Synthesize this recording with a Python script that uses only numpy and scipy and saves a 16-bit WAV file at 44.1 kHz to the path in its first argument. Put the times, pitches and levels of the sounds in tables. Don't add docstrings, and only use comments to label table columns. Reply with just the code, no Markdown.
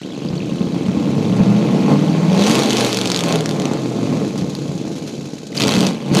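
import sys
import numpy as np
from scipy import signal
from scipy.fft import rfft, irfft, next_fast_len
from scipy.io import wavfile
from scipy.ndimage import uniform_filter1d, minimum_filter1d, map_coordinates

SR = 44100
rng = np.random.default_rng(int(sys.argv[2]) if len(sys.argv) > 2 else 0)


def to_wav(s):
    ch = np.atleast_2d(s).T
    pcm = np.round(np.clip(ch, -1, 1) * 32767)
    wavfile.write(sys.argv[1], SR, pcm.astype(np.int16))


N = 273420

# (time [s], four-stroke cycles per second [Hz])
SPEED = [(0, 8.23), (0.55, 10.17), (1.3, 14.11), (1.8, 17.47), (2.25, 20.01), (2.44, 22.5), (2.56, 26.7),
         (2.69, 26.71), (2.95, 23.9), (3.3, 20.7), (3.75, 16.72), (4.4, 11.75), (5.53, 6.94), (5.83, 16.94),
         (6.06, 17.58), (6.2, 19.36)]
# (time [s], unevenness [0-1])
UNEVEN = [(0, 0.76), (.9, 0.5), (1.4, 0.25), (2.2, 0.25), (2.7, 0.35), (3.4, 0.5), (4.3, 0.62), (5.5, 0.7),
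          (5.62, 0.5), (5.8, 0.45), (6.0, 0.65), (6.2, 0.6)]
# (time [s], thump level before surges [dB])
EFFORT = [(0.0, -29), (0.17, -25.5), (0.59, -22.5), (0.82, -21), (1.1, -18), (1.33, -15), (1.43, -13.5),
          (1.59, -14), (2.02, -13), (2.07, -15.5), (2.4, -13), (2.56, -14.5), (2.95, -21.5), (4.13, -21),
          (4.85, -24.5), (5.28, -28.5), (5.49, -32.5), (5.61, -17.5), (5.85, -15), (5.99, -27), (6.04, -22),
          (6.09, -20), (6.2, -11)]
CRUISE_DB = -18
BANK = (0, 1, 1, 0, 1, 0, 0, 1)
# (frequency [Hz], filter gain [dB])
THUMP_COLOUR = [(25, -39), (60, -32), (85, -23), (110, -6.5), (140, -1), (200, -1.5), (260, -1.5),
                (320, -2), (380, -11.5), (480, -9.5), (700, -28), (1500, -60), (6000, -100)]
# (frequency [Hz], filter gain [dB])
BARK_COLOUR = [(200, -31.5), (400, 4.5), (500, 0), (700, -3), (850, -7), (1100, -8), (1600, -17.5),
               (2500, -15), (8000, -95)]
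# (frequency [Hz], filter gain [dB])
BANG_COLOUR = [(100, -11), (1000, -2), (1800, -6), (2600, -1), (3900, 1), (5300, -1), (6500, -.5),
               (8200, -10), (10700, -13.5), (15500, -28)]


def amp(db):
    return 10 ** (np.asarray(db) / 20)


def unit(x):
    return x / np.sqrt(np.mean(x ** 2) + 1e-20)


def steady(x, size=8001):
    power = uniform_filter1d(uniform_filter1d(x * x, size), size // 2)
    return x / np.sqrt(np.abs(power) + 1e-14)


def along(points, hz):
    f, values = np.transpose(points)
    return np.interp(np.log(hz + 1), np.log(f + 1), values)


def curve(points):
    s, values = np.transpose(points)
    return np.interp(np.arange(N) / SR, s, values)


def filtered(x, response):
    padded = 2 * next_fast_len(N // 2 + SR // 4)
    return irfft(rfft(x, padded) * response(np.fft.rfftfreq(padded, 1 / SR)), padded)[:N]


def coloured(x, colour, size=4096):
    gain = amp(along(colour, np.fft.rfftfreq(size, 1 / SR)))
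    cepstrum = irfft(np.log(gain))
    cepstrum[1:size // 2] *= 2
    cepstrum[size // 2 + 1:] = 0
    return signal.fftconvolve(x, irfft(np.exp(rfft(cepstrum))))[:N]


def strikes(at, sizes):
    return np.bincount(at, sizes, N)[:N]


def dying(x, seconds):
    return signal.lfilter([1], [1, -np.exp(-1 / (seconds * SR))], x)


def split(x, hz):
    low = filtered(x, lambda f: 1 / (1 + (f / hz) ** 8))
    return low, x - low


def wobble(rate):
    points = rng.standard_normal(int(N * rate / SR) + 4)
    return map_coordinates(points, [np.arange(N) * rate / SR])


def patchy(x, depth_db):
    z = signal.stft(x, nperseg=256)[2]
    field = uniform_filter1d(rng.standard_normal(z.shape), size=6, axis=0)
    field = uniform_filter1d(field, size=5, axis=1)
    return signal.istft(z * amp(depth_db * unit(field)), nperseg=256)[1][:N]


def rings(rows, rise_s):
    s, hz, db = np.transpose(rows)[:, :, None]
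    t = np.arange(int(10 * rise_s * SR)) / SR
    swell = (t / rise_s * np.exp(1 - t / rise_s)) ** 2
    waves = amp(db) * swell * np.sin(2 * np.pi * (hz * t + rng.random(s.shape)))
    at = (s * SR).astype(int) + np.arange(len(t))
    return strikes(at.ravel(), waves.ravel())


def coasting():
    gaining = np.gradient(curve(SPEED)) * SR > .5
    return uniform_filter1d(1. - gaining, size=5000)


def pipe(x):
    # (frequency [Hz], width [Hz], boost [dB])
    pulling_modes = [(200, 45, 2), (300, 50, 3), (470, 60, 4), (590, 40, 2), (673, 35, 3), (836, 70, 7),
                     (1090, 60, 1.5), (1261, 45, 3)]
    # (frequency [Hz], width [Hz], boost [dB])
    shut_modes = [(205, 60, -3), (280, 60, 2), (450, 55, 5.5), (604, 40, 2), (673, 35, 4), (830, 50, 6),
                  (1075, 50, 1), (1250, 55, 5)]

    def boost(f, hz, width, db):
        return 1 + (amp(db) - 1) * 1j * f * width / (hz * hz - f * f + 1j * f * width)

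    def ring(modes):
        return filtered(x, lambda f: np.prod([boost(f, *mode) for mode in modes], axis=0))

    slow = np.interp(curve(SPEED), [11, 17], [1, 0])
    shut = np.maximum(coasting(), slow)
    return (1 - shut) * ring(pulling_modes) + shut * ring(shut_modes)


def yard(x, wet_db):
    # (frequency [Hz], time [s])
    fade_times = [(150, 1), (1000, 0.36), (4000, 0.18), (12000, 0.0033)]
    hz, t, z = signal.stft(rng.standard_normal(SR // 2), SR, nperseg=256)
    fade = amp(-60 * t / along(fade_times, hz)[:, None])
    tail = signal.istft(z * fade, SR, nperseg=256)[1]
    return x + amp(wet_db) * signal.fftconvolve(x, tail / np.linalg.norm(tail))[:N]


def firings(cycles, far_pipe_s=.0012, scatter_db=4.5, jitter_s=.0012):
    # (thump [dB], rasp [dB])
    cylinders = [(3, 4), (-2, -3), (-1, -2), (3, 3), (-2, -3), (-1, -2), (2, 1), (-3, -3)]
    at = np.flatnonzero(np.diff(np.floor(cycles * len(BANK))))
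    cylinder = np.arange(len(at)) % len(BANK)
    uneven = curve(UNEVEN)[at]
    chance = rng.standard_normal((len(at), 3))
    late = far_pipe_s * np.array(BANK)[cylinder] + jitter_s * uneven * chance[:, 0]
    scatter = scatter_db * uneven[:, None] * np.tanh(chance[:, 1:])
    sizes = amp(np.array(cylinders)[cylinder] + scatter)
    return np.clip(at + (late * SR).astype(int), 0, N - 1), *sizes.T


def stabs():
    # (time [s], rise [s], hold [s], fall [s], rasp before sag [dB], sag [dB/s])
    openings = [(2.193, 0.27, .85, .35, -22, 15), (5.483, 0.15, 0.25, .1, -21.5, 23),
                (6.104, 0.044, .1, .1, -22, 2)]
    t = np.arange(N) / SR
    gain = np.zeros(N)
    for s, rise, hold, fall, db, sag in openings:
        shape = np.interp(t, s + np.cumsum([0, rise, hold, fall]), [0, 1, 1, 0]) ** 2
        gain += shape * amp(db - sag * np.maximum(t - s - rise, 0))
    return gain


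def levels(rasp_base_db=-39.5, bark_base_db=-28.5):
    # (time [s], half length to 1/e [s], bark change [dB])
    surges = [(1.917, 0.028, 7), (2.85, 0.09, 5.5), (3.08, 0.11, 1.5), (3.327, 0.095, 10),
              (3.652, 0.15, 6.5), (4.13, 0.15, 6), (6.044, 0.013, -5.5)]
    t = np.arange(N) / SR
    effort_db, speed_hz = curve(EFFORT), curve(SPEED)
    push_db = effort_db - CRUISE_DB
    surge_db = sum(db * np.exp(-((t - s) / half) ** 2) for s, half, db in surges)
    light_db = rasp_base_db + 0.3 * push_db + 2.5 * np.log2(speed_hz / speed_hz.mean())
    rasp_db = 20 * np.log10(np.hypot(amp(light_db), stabs()))
    bark_db = bark_base_db + 0.77 * push_db + 0.35 * (rasp_db - rasp_base_db)
    return effort_db + .45 * surge_db, bark_db + surge_db, rasp_db + .5 * surge_db


def hum(cycles, waver_db=1.4, waver_turns=.018, waver_rate=22):
    # (order, loudest at [Hz], half width [octaves], relative level pulling [dB], the same running down [dB])
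    swells = [(5, 124, .12, -16, -10), (6, 124, .2, -25, -14), (8, 122, .11, -10, -10),
              (8, 160, .08, -3.5, -4.5), (8, 200, .17, -19, -7.5), (9, 162, .1, -12, -11),
              (9, 198, .13, -1.5, -20), (9, 234, .08, -1.5, -13), (10, 170, .25, -14, -18),
              (11, 156, .2, -10, -10), (11, 200, .08, -4, -8), (11, 285, .11, -13, -9),
              (12, 305, .1, -7, -16), (13, 143, .13, -8, -13), (13, 197, .14, -.5, -12),
              (14, 252, .06, -8, -11), (15, 220, .07, -9, -16), (16, 200, .12, -7, -14),
              (16, 295, .11, -6.5, -14), (18, 205, .17, -8, -13)]
    even_db, smear_db = 3.6, 16
    shut_uneven = .14
    speed_hz, shut = curve(SPEED), coasting()
    lines = np.zeros(N)
    for k in sorted({row[0] for row in swells}):
        swell = np.zeros(N)
        for order, hz, width, pull_db, coast_db in swells:
            if order == k:
                octaves = np.log2(k * speed_hz / hz)
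                swell += amp(pull_db + shut * (coast_db - pull_db)) * np.exp(-(octaves / width) ** 2 / 2)
        phase = k * cycles + rng.random() + waver_turns * wobble(waver_rate)
        waver = amp(waver_db * (1 - shut / 2) * wobble(waver_rate))
        lines += swell * waver * np.sin(2 * np.pi * phase)
    uneven = (1 - shut) * curve(UNEVEN) + shut * shut_uneven
    return np.sqrt(2) * amp(curve(EFFORT) + even_db - smear_db * uneven) * lines


def exhaust(cycles, merge_db=-6, bright_per_octave_db=3):
    # (frequency [Hz], filter gain [dB])
    rasp_colour = [(300, -40), (750, -7), (1300, -3.5), (1800, -4.5), (2400, -1), (3000, 2.5), (3900, 2),
                   (5000, -3), (6500, -2), (8200, -10.5), (10500, -14.5), (13000, -19.5), (15500, -30)]
    thump_db, bark_db, rasp_db = levels()
    speed_hz = curve(SPEED)
    at, push, tear = firings(cycles)
    pulses = curve(UNEVEN) * unit(strikes(at, push))

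    def puffs(sizes, life_s):
        return unit(dying(strikes(at, sizes), life_s) * rng.standard_normal(N))

    deep, upper = split(coloured(pulses + .3 * puffs(push, life_s=.005), THUMP_COLOUR), hz=210)
    merged = coasting() * np.interp(speed_hz, [11, 17], [0, 1])
    thump = yard(pipe(amp(merge_db * merged) * deep + upper), wet_db=-6)

    dull, bright = split(coloured(pulses + .45 * puffs(push, life_s=.003), BARK_COLOUR), hz=950)
    brightness = amp(bright_per_octave_db * np.log2(speed_hz / speed_hz.mean()))
    bark = yard(pipe(dull + brightness * bright), wet_db=-7)

    wide = np.clip(stabs() / amp(rasp_db), 0, 1)
    gas = wide * puffs(tear, life_s=.0036) + np.sqrt(1 - wide ** 2) * puffs(tear, life_s=.011)
    rasp = patchy(yard(coloured(gas, rasp_colour), wet_db=-7), depth_db=1.6)

    lines = hum(cycles)
    low_power = amp(thump_db) ** 2
    rest = np.maximum(low_power - uniform_filter1d(lines ** 2, size=6000), .25 * low_power)
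    low = np.sqrt(rest) * steady(thump) + lines
    return low + amp(bark_db) * steady(bark) + amp(rasp_db) * steady(rasp)


def clatter(cycles, pitch_hz=3100, spread=.19, life_s=.0008, level_db=-43, shut_db=-9):
    at = np.flatnonzero(rng.random(N) < np.gradient(cycles) * 2 * len(BANK))
    chance = rng.standard_normal((len(at), 2))
    t = np.arange(SR // 60) / SR
    hz = pitch_hz * np.exp(spread * chance[:, :1])
    ticks = amp(3 * chance[:, 1:]) * np.sin(2 * np.pi * hz * t) * t * np.exp(-t / life_s)
    ticking = strikes((at[:, None] + np.arange(len(t))).ravel(), ticks.ravel())
    return amp(level_db + shut_db * coasting()) * unit(ticking)


def fan(cycles, level_db=-46, per_effort=0.028, shut_db=-2):
    # (frequency [Hz], filter gain [dB])
    air_colour = [(880, -32), (1500, 12.5), (1970, -2), (2240, 7.5), (3380, -1.5), (3910, 11.5),
                  (4660, 6.5), (7300, 1.5), (9230, -20), (15500, -22)]
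    # (time [s], half length to 1/e [s], change [dB])
    s, half, db = (6.03, 0.096, -23)
    speed_hz = np.gradient(cycles) * SR
    draw_db = per_effort * (curve(EFFORT) - CRUISE_DB) + shut_db * coasting()
    draw_db += db * np.exp(-((np.arange(N) / SR - s) / half) ** 2)
    hiss = unit(coloured(rng.standard_normal(N), air_colour))
    return amp(level_db + draw_db) * (speed_hz / 10) ** .5 * hiss


def outdoors(level_db=-45):
    # (frequency [Hz], filter gain [dB])
    rumble_colour = [(20, -14), (60, 2), (100, -7), (160, 21.5), (500, -32), (2000, -102)]
    return amp(level_db) * unit(coloured(rng.standard_normal(N), rumble_colour))


def lumps(boom_db=4, rise_s=.0055, thump_db=34, bark_db=21, life_s=.011, gas=.9):
    # (time [s], pitch of the boom [Hz], relative level [dB])
    heavy_firings = [(0.25, 190, -18), (0.303, 175, -16), (0.333, 175, -15), (0.515, 195, -15),
                     (0.608, 210, -11), (0.671, 195, -15), (0.762, 265, -14), (0.884, 200, -12),
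                     (0.969, 210, -11), (1.0, 290, -16), (1.09, 175, -14), (1.18, 220, -13),
                     (1.213, 240, -20), (1.404, 195, -6), (1.699, 235, -16), (2.04, 220, -13),
                     (3.596, 215, -18), (3.734, 210, -17), (3.959, 230, -17), (3.987, 245, -17),
                     (4.1, 200, -17), (4.143, 195, -19), (4.168, 210, -16), (4.42, 180, -16),
                     (4.69, 180, -18), (4.867, 230, -20), (5.187, 180, -23), (5.66, 230, -13),
                     (5.773, 210, -11), (6.113, 190, -10)]
    s, _, db = np.transpose(heavy_firings)
    blows = strikes((s * SR).astype(int), amp(db))
    gust = np.sqrt(2 / (life_s * SR)) * dying(blows, life_s) * rng.standard_normal(N)
    blows = blows + gas * gust
    thump = amp(thump_db) * coloured(blows, THUMP_COLOUR)
    bark = amp(bark_db) * coloured(blows, BARK_COLOUR)
    return yard(amp(boom_db) * rings(heavy_firings, rise_s) + pipe(thump + bark), wet_db=-12)


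def metal_ticks():
    # (time [s], pitch [Hz], peak of the swell [dB])
    clear_ticks = [(.286, 4800, -26), (.378, 4400, -26), (.403, 2500, -26), (.856, 3100, -26),
                   (5.527, 2050, -30)]
    return rings(clear_ticks, rise_s=0.0015)


def crackle(burst_s=.0012, snap_db=25.5, ring_db=6, ring_s=.0003, knock_db=17,
            tail_s=.008, tail=.3, delay_s=.0008):
    # (time before the delay [s], pitch of the ringing tone [Hz], relative level [dB])
    bangs = [(2.4703, 3200, -17), (2.4962, 3400, -17), (2.5122, 4600, -14), (2.5526, 3500, -13),
             (2.5905, 3900, -14), (2.6329, 4900, -16), (2.7053, 3300, -16), (2.7302, 3900, -15),
             (2.7686, 4000, -12), (2.7824, 3100, -17), (2.7974, 3600, -20), (2.8075, 4000, -13),
             (2.8469, 4300, -14), (2.8624, 4400, -18), (2.9282, 4000, -16), (2.9447, 5400, -18),
             (2.9706, 3600, -13), (2.9871, 5000, -17), (3.0131, 3400, -17), (3.056, 3100, -17),
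             (3.0729, 4300, -18), (3.1004, 3900, -15), (3.1168, 4800, -13), (3.1448, 3100, -17),
             (3.1612, 4200, -15), (3.1734, 3400, -19), (3.1901, 3100, -15), (3.2066, 3300, -18),
             (3.237, 3500, -18), (3.2839, 3100, -20), (3.3243, 3900, -17), (3.3568, 3500, -17),
             (3.4067, 3400, -21), (3.458, 3900, -17), (3.491, 3700, -21), (3.5099, 2900, -23),
             (3.5982, 3100, -25), (3.6187, 5000, -26), (3.6541, 2400, -23), (3.7344, 6600, -27),
             (4.5506, 4800, -25), (5.6062, 3100, -15), (5.6186, 2900, -12), (5.6795, 3100, -13),
             (5.7084, 3300, -18), (5.7379, 3500, -18), (5.7534, 2900, -17), (5.8057, 3700, -15),
             (5.8666, 3800, -16), (6.1489, 3500, -14), (6.1844, 3300, -17)]
    s, hz, db = np.transpose(bangs)
    at = ((s + delay_s) * SR).astype(int)
    t = np.arange(SR // 100) / SR
    bursts = rng.standard_normal((len(at), len(t))) * np.exp(-(t / burst_s) ** 4)
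    bursts *= amp(db)[:, None] / np.linalg.norm(bursts, axis=1, keepdims=True)
    fronts = strikes((at[:, None] + np.arange(len(t))).ravel(), bursts.ravel())
    blows = strikes(at, amp(db))
    sizzle = tail * np.sqrt(2 / (tail_s * SR)) * dying(blows, tail_s) * rng.standard_normal(N)
    snap = amp(snap_db) * coloured(fronts + sizzle, BANG_COLOUR)
    ring = amp(ring_db) * rings(np.transpose([s + delay_s, hz, db]), ring_s)
    knock = amp(knock_db) * coloured(blows, BARK_COLOUR)
    return yard(snap + ring + knock, wet_db=-13)


def sputter(cycles, rise_s=0.0024, life_s=0.0079, level_db=-45):
    # (frequency [Hz], filter gain [dB])
    sputter_colour = [(800, -21), (2500, -22), (4000, 10), (5200, 5.5), (6800, 10.5), (8200, -4),
                      (11000, -6.5), (15500, -28)]
    at, _, sizes = firings(cycles)
    puffs = dying(dying(strikes(at, sizes), rise_s), life_s) * rng.standard_normal(N)
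    hiss = steady(patchy(coloured(puffs, sputter_colour), depth_db=1))
    return amp(level_db) * coasting() * hiss


def spits(life_s=0.019, level_db=-9):
    # (time [s], relative level [dB])
    soft_spits = [(4.377, -14.5), (4.495, -20), (4.925, -25), (4.961, -21), (5.075, -16.5), (5.548, -14.5),
                  (5.566, -12)]
    s, db = np.transpose(soft_spits)
    puffs = dying(strikes((s * SR).astype(int), amp(db)), life_s) * rng.standard_normal(N)
    return amp(level_db) * coloured(puffs, BANG_COLOUR)


def squeak(length_s=.0011):
    # (time of the middle [s], pitch [Hz], peak of the swell [dB])
    s, hz, db = (5.578, 4700, -8)
    t = np.arange(N) / SR - s
    return amp(db) * np.exp(-(t / length_s) ** 2) * np.sin(2 * np.pi * hz * t)


def scene():
    cycles = np.cumsum(curve(SPEED)) / SR
    pipes = exhaust(cycles) + lumps() + crackle() + sputter(cycles) + spits()
    engine_bay = clatter(cycles) + fan(cycles) + metal_ticks() + squeak()
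    return (pipes + engine_bay + outdoors())[None]


def record(dry, ceiling=0.76, top_hz=15400):
    needed = np.minimum(1, ceiling / (np.abs(dry[0]) + 1e-9))
    gain = uniform_filter1d(minimum_filter1d(needed, size=121), size=121)
    return filtered(dry[0] * gain, lambda hz: hz < top_hz)[None]


dry = scene()
out = record(dry)
to_wav(out)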